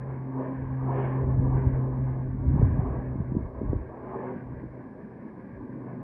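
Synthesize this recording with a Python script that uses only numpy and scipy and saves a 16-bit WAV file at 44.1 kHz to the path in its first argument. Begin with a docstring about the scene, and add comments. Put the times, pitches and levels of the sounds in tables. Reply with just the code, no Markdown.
"""From a yard, a twin-propeller airplane is heard climbing away under a breezy sky.
At first its blade tones stand out, sinking slowly in pitch, while moving air makes the broad roar
swell and fade. From just after one second until nearly four, gusts buffet the microphone hardest
and single eddies thump against its port. Then the wind eases, the tones are faint,
and the roar swells on from farther off."""
import sys
import numpy as np
from scipy import signal
from scipy.fft import rfft, irfft
from scipy.io import wavfile
from scipy.ndimage import uniform_filter1d

SR = 44100
rng = np.random.default_rng(int(sys.argv[2]) if len(sys.argv) > 2 else 0)


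def wrap_up_sound(samples):
    """Save the sound to the file named by the first command line argument, as 16-bit audio."""
    columns = np.atleast_2d(samples).T
    # keep every value between -1 and 1, then stretch to whole-number steps
    tamed = np.clip(columns, -1, 1)
    steps = np.round(tamed * 32767).astype(np.int16)
    wavfile.write(sys.argv[1], SR, steps)


N = 265906
TIME = np.arange(N) / SR
FREQ = np.maximum(np.arange(N // 2 + 1) * SR / N, 1)


def propellers(body_db, twin_db=-22, detune_hz=1.3, wander_rad=0.13, flutter_db=1.36):
    """Two propellers, slightly out of step; turbulent air shakes the higher harmonics most."""
    # The pitch falls as the airplane turns its tail to the microphone.
    # Each row: time in seconds, blade-passing rate in Hz.
    blade_rate = [(0, 132.1), (1, 130.9), (2, 129.7), (3, 128.6), (4, 127.5), (5, 127), (6, 126)]
    # Blade tones, loudest while the propellers are side-on to the yard.
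    # Each row: time in seconds, first harmonic in dB, second harmonic in dB.
    drone = [(0, -37, -52.5), (.35, -34, -37.5), (.5, -38.5, -38.5), (.75, -30, -38.5), (.9, -29, -39),
             (1.65, -25.5, -38), (2.1, -28, -47), (2.33, -34, -39.5), (2.55, -31, -36),
             (2.75, -37.5, -44.5), (3.3, -34.5, -45), (3.52, -49.5, -52), (3.9, -51.5, -54),
             (4.35, -44, -41), (4.65, -45, -51), (4.9, -55, -51), (5.45, -54, -61), (5.8, -44, -47)]
    # Weaker harmonics. Each row: multiple of the blade rate, level in dB against the roar's body.
    overtones = [(3, -7.5), (4, -22.5), (5, -25)]
    blade_phase = 2 * np.pi * np.cumsum(curves(blade_rate)[0]) / SR
    slip = 2 * np.pi * detune_hz * TIME
    tones = list(enumerate(curves(drone), 1)) + [(round(k), body_db + db) for k, db in overtones]
    out = 0
    for k, db in tones:
        phase = k * blade_phase + k ** 2 * wander_rad * walk(7.5) + rng.uniform(0, 2 * np.pi)
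        pair = np.sin(phase) + undb(twin_db) * np.sin(phase + k * slip)
        out = out + np.sqrt(2) * pair * undb(db + flutter_db * k * walk(9.5))
    return out


def roar(levels_db, flicker_db=1.5):
    """Broad engine noise; each range fades in its own way on the long path down to the yard."""
    # Each row: frequency in Hz, relative spectral level in dB.
    roar_colour = [(50, -21.5), (110, -1.5), (220, 6), (400, -3), (560, -7), (760, -11), (1000, -9),
                   (1130, -13), (1350, -28), (1650, -18.5), (1900, -28), (2250, -30), (2750, -48.5),
                   (3400, -63)]
    edges_hz = [0, 330, 680, 1350, 3600]  # deep part, body, middle, top
    out = 0
    for lo_hz, hi_hz, db in zip(edges_hz, edges_hz[1:], levels_db):
        band = scatter(noise(roar_colour, lo_hz, hi_hz))
        out = out + even(band, seconds=0.22) * undb(db + flicker_db * walk(12))
    return out


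def roar_levels():
    """Four ranges of the roar in dB: all ride the swells, and the upper three fade with distance."""
    # The deep part's slow course. Each row: time in seconds, level in dB.
    rumble = [(0, -44), (.45, -46), (1, -44.5), (1.6, -40), (2.2, -43.5), (2.6, -39.5), (3.5, -49.5),
              (4, -49), (4.35, -45), (4.85, -44.5), (5.4, -45), (6, -39.5)]
    body_lift = swells(share=0.8, bright=-.45)
    deep_db = curves(rumble)[0] + .3 * body_lift
    body_db = -48.3 - 0.55 * TIME + body_lift
    middle_db = -52 - TIME + swells()
    top_db = -61 - 0.42 * TIME + swells(share=0.71, bright=0.98, late=0.93)
    return deep_db, body_db, middle_db, top_db


def swells(share=1, bright=0, late=0, fall_ratio=1.82):
    """Moving air bends the roar towards the microphone; gives the lift of one range in dB."""
    # Each row: crest in seconds, rise in seconds, lift in dB, brightness in dB, lag in seconds.
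    # A range weights the last three by share, bright and late.
    crests = [(.08, 0.034, 4, 0, .02), (0.411, 0.074, 11, -3, .045), (.69, 0.12, 2, 2.5, -.03),
              (.96, 0.13, 16, 1.3, 0.062), (1.23, 0.07, 5, -4.5, -0.051), (1.38, 0.098, 3.5, -1.5, 0.051),
              (1.56, .11, 10.5, -1.1, .08), (1.862, 0.09, 6.5, -3, 0.041), (2.12, 0.067, 5.5, 0.8, -0.0088),
              (2.63, 0.11, 9, 1, 0.044), (2.89, .11, 11, -3.5, .06), (3.14, 0.074, 0, 0, 0.5),
              (3.36, 0.13, 1.5, -3, 0.024), (3.69, 0.25, 4, -1.5, .04), (3.98, 0.045, 2.5, 2.5, 0.095),
              (4.18, 0.12, 13.5, -1.5, 0.083), (4.57, 0.053, 2, -2, 0.52), (5.16, 0.13, 1.5, 0, 0.067),
              (5.9, 0.18, 4.5, -1.5, -.04)]
    lift = 0
    for crest_s, rise_s, lift_db, bright_db, lag_s in crests:
        age = (TIME - crest_s - late * lag_s) / rise_s
        shape = np.exp(-(age / np.where(age < 0, 1, fall_ratio)) ** 2)
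        lift = lift + (share * lift_db + bright * bright_db) * shape
    return lift


def scatter(x, depth=0.12, spread_s=.009):
    """Stray paths through moving air arrive late and fade in and out, so spectral dips drift."""
    paths = [np.roll(x, int(rng.uniform(.1, 1) * spread_s * SR)) * walk(4.6) for _ in range(6)]
    return x + depth * sum(paths)


def rush(top_db, loud_db=-48, rush_db=-62, growth=2.0, fade_db_s=0.6):
    """The strongest swells carry a bright edge that the air otherwise swallows, more so from afar."""
    # Each row: frequency in Hz, relative spectral level in dB.
    colour = [(1900, -15.0), (2400, -1.0), (2900, -4.5), (3400, -13.5), (3800, -32.0)]
    level_db = rush_db + growth * (top_db - loud_db) - fade_db_s * TIME
    return noise(colour, 1800, 4500) * undb(level_db)


def wind(gain_db=0.35, knee_db=-34, eddy_share=0.29):
    """Turbulence at the microphone port, held back in the hardest gusts, where it breaks into eddies."""
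    # Each row: frequency in Hz, relative spectral level in dB.
    wind_colour = [(12, -31.5), (25, -22), (40, -2), (68, 2.5), (110, -2), (180, -14), (300, -14.5),
                   (600, -38), (1500, -66)]
    gust_db = gusts()
    churn_db = gust_db - eddy_share * np.maximum(gust_db - knee_db, 0)
    return even(noise(wind_colour, 0, 2500), seconds=0.075) * undb(churn_db + gain_db)


def gusts(breeze_db=-60, attack_s=0.044, release_s=.05):
    """Wind strength at the microphone in dB: each gust rises, holds and dies back into the breeze."""
    # Each row: start in seconds, length in seconds, strength in dB.
    buffets = [(0.036, 0.13, -47), (0.276, .08, -53), (.61, 0.11, -38), (0.824, 0.27, -42),
               (1.248, .31, -27.5), (1.66, 0.069, -28), (1.88, 0.27, -36.5), (2.248, 0.22, -35.5),
               (2.487, 0.23, -20.5), (2.77, 0.062, -29), (2.864, .1, -29.5), (3.094, 0.17, -36),
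               (3.373, 0.044, -28.5), (3.624, 0.15, -29), (3.98, .17, -52.5), (4.5, 0.056, -39.5),
               (4.65, 0.055, -47), (5.543, 0.046, -46.5)]
    power = undb(breeze_db) ** 2
    for start_s, length_s, db in buffets:
        before = np.maximum(start_s - TIME, 0) / attack_s
        after = np.maximum(TIME - start_s - length_s, 0) / release_s
        power = power + (undb(db) * np.exp(-before - after)) ** 2
    return 10 * np.log10(power)


def eddies(rise_cycles=.42, fall_cycles=1.3, slowing=.4):
    """Each eddy hits the port as a pressure swing of a cycle or two that slows as it dies away."""
    # Each row: time of the peak in seconds, envelope peak in dB, pitch in Hz.
    thumps = [(1.395, -13.5, 129.6), (1.546, -24.5, 99.4), (1.67, -13, 95), (2.485, -10.5, 96),
              (2.543, -14, 134), (2.563, -13, 130), (2.597, -15, 192), (2.618, -22, 480), (2.63, -10, 126),
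              (2.648, -18.5, 100), (2.792, -14.5, 150), (3.157, -22.5, 260), (3.203, -17, 171),
              (3.321, -20, 250), (3.352, -22, 318), (3.368, -14, 221), (3.616, -20.5, 362),
              (3.654, -27, 277), (3.699, -19.5, 120), (3.732, -16.5, 391), (3.757, -17, 86)]
    out = np.zeros(N)
    for peak_s, db, hz in thumps:
        near = np.abs(TIME - peak_s) < .05
        cycles = (TIME[near] - peak_s) * hz
        shape = np.exp(-(cycles / np.where(cycles < 0, rise_cycles, fall_cycles)) ** 2)
        swing = cycles / np.sqrt(1 + slowing * np.maximum(cycles, 0))
        out[near] += undb(db) * shape * np.sin(2 * np.pi * (swing + rng.uniform()))
    return signal.sosfilt(signal.butter(4, 1600, fs=SR, output="sos"), out)


def hiss(level_db=-87):
    """A faint, steady hiss behind everything."""
    # Each row: frequency in Hz, relative spectral level in dB.
    hiss_colour = [(100, -1), (3000, 1), (5200, 0.5), (6500, -8), (9000, -4), (11000, -7), (13000, -29)]
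    return undb(level_db) * noise(hiss_colour)


def undb(db):
    """Decibels to gain."""
    return 10 ** (np.asarray(db) / 20)


def curves(table):
    """Each value column of (seconds, value, ..) rows, joined by straight lines."""
    times_s, *columns = np.transpose(table)
    return [np.interp(TIME, times_s, column) for column in columns]


def noise(colour, lo_hz=0, hi_hz=SR):
    """Noise of rms 1 with a colour of (Hz, dB) points, kept between two edges."""
    hz, db = np.transpose(colour)
    gain = undb(np.interp(np.log(FREQ), np.log(hz), db)) * (FREQ > lo_hz) * (FREQ < hi_hz)
    x = irfft(rfft(rng.standard_normal(N)) * gain, N)
    return x / x.std()


def walk(rate_hz):
    """Smooth random drift of spread 1 that changes about rate_hz times a second."""
    x = irfft(rfft(rng.standard_normal(N)) / (1 + (FREQ / rate_hz) ** 4), N)
    return x / x.std()


def even(x, seconds):
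    """Noise without its slow swells, so that a control sets its strength."""
    return x / np.sqrt(uniform_filter1d(x ** 2, max(int(seconds * SR), 2)) + 1e-12)


def scene():
    """One microphone in the yard: the airplane far off, the wind right at the port, a faint hiss."""
    deep_db, body_db, middle_db, top_db = roar_levels()
    airplane = propellers(body_db) + roar([deep_db, body_db, middle_db, top_db]) + rush(top_db)
    return (airplane + wind() + eddies() + hiss())[None]


def record(dry, image_db=-63, image_hz=9600, bass_hz=24, top_hz=12300):
    """The recorder drops the deepest bass, mirrors a faint whine into the treble and cuts the top."""
    x = signal.sosfilt(signal.butter(2, bass_hz, "high", fs=SR, output="sos"), dry)
    x = x * (1 + undb(image_db) * np.cos(2 * np.pi * image_hz * TIME))
    return signal.sosfilt(signal.ellip(8, .2, 70, top_hz, fs=SR, output="sos"), x)


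dry = scene()
out = record(dry)
wrap_up_sound(out)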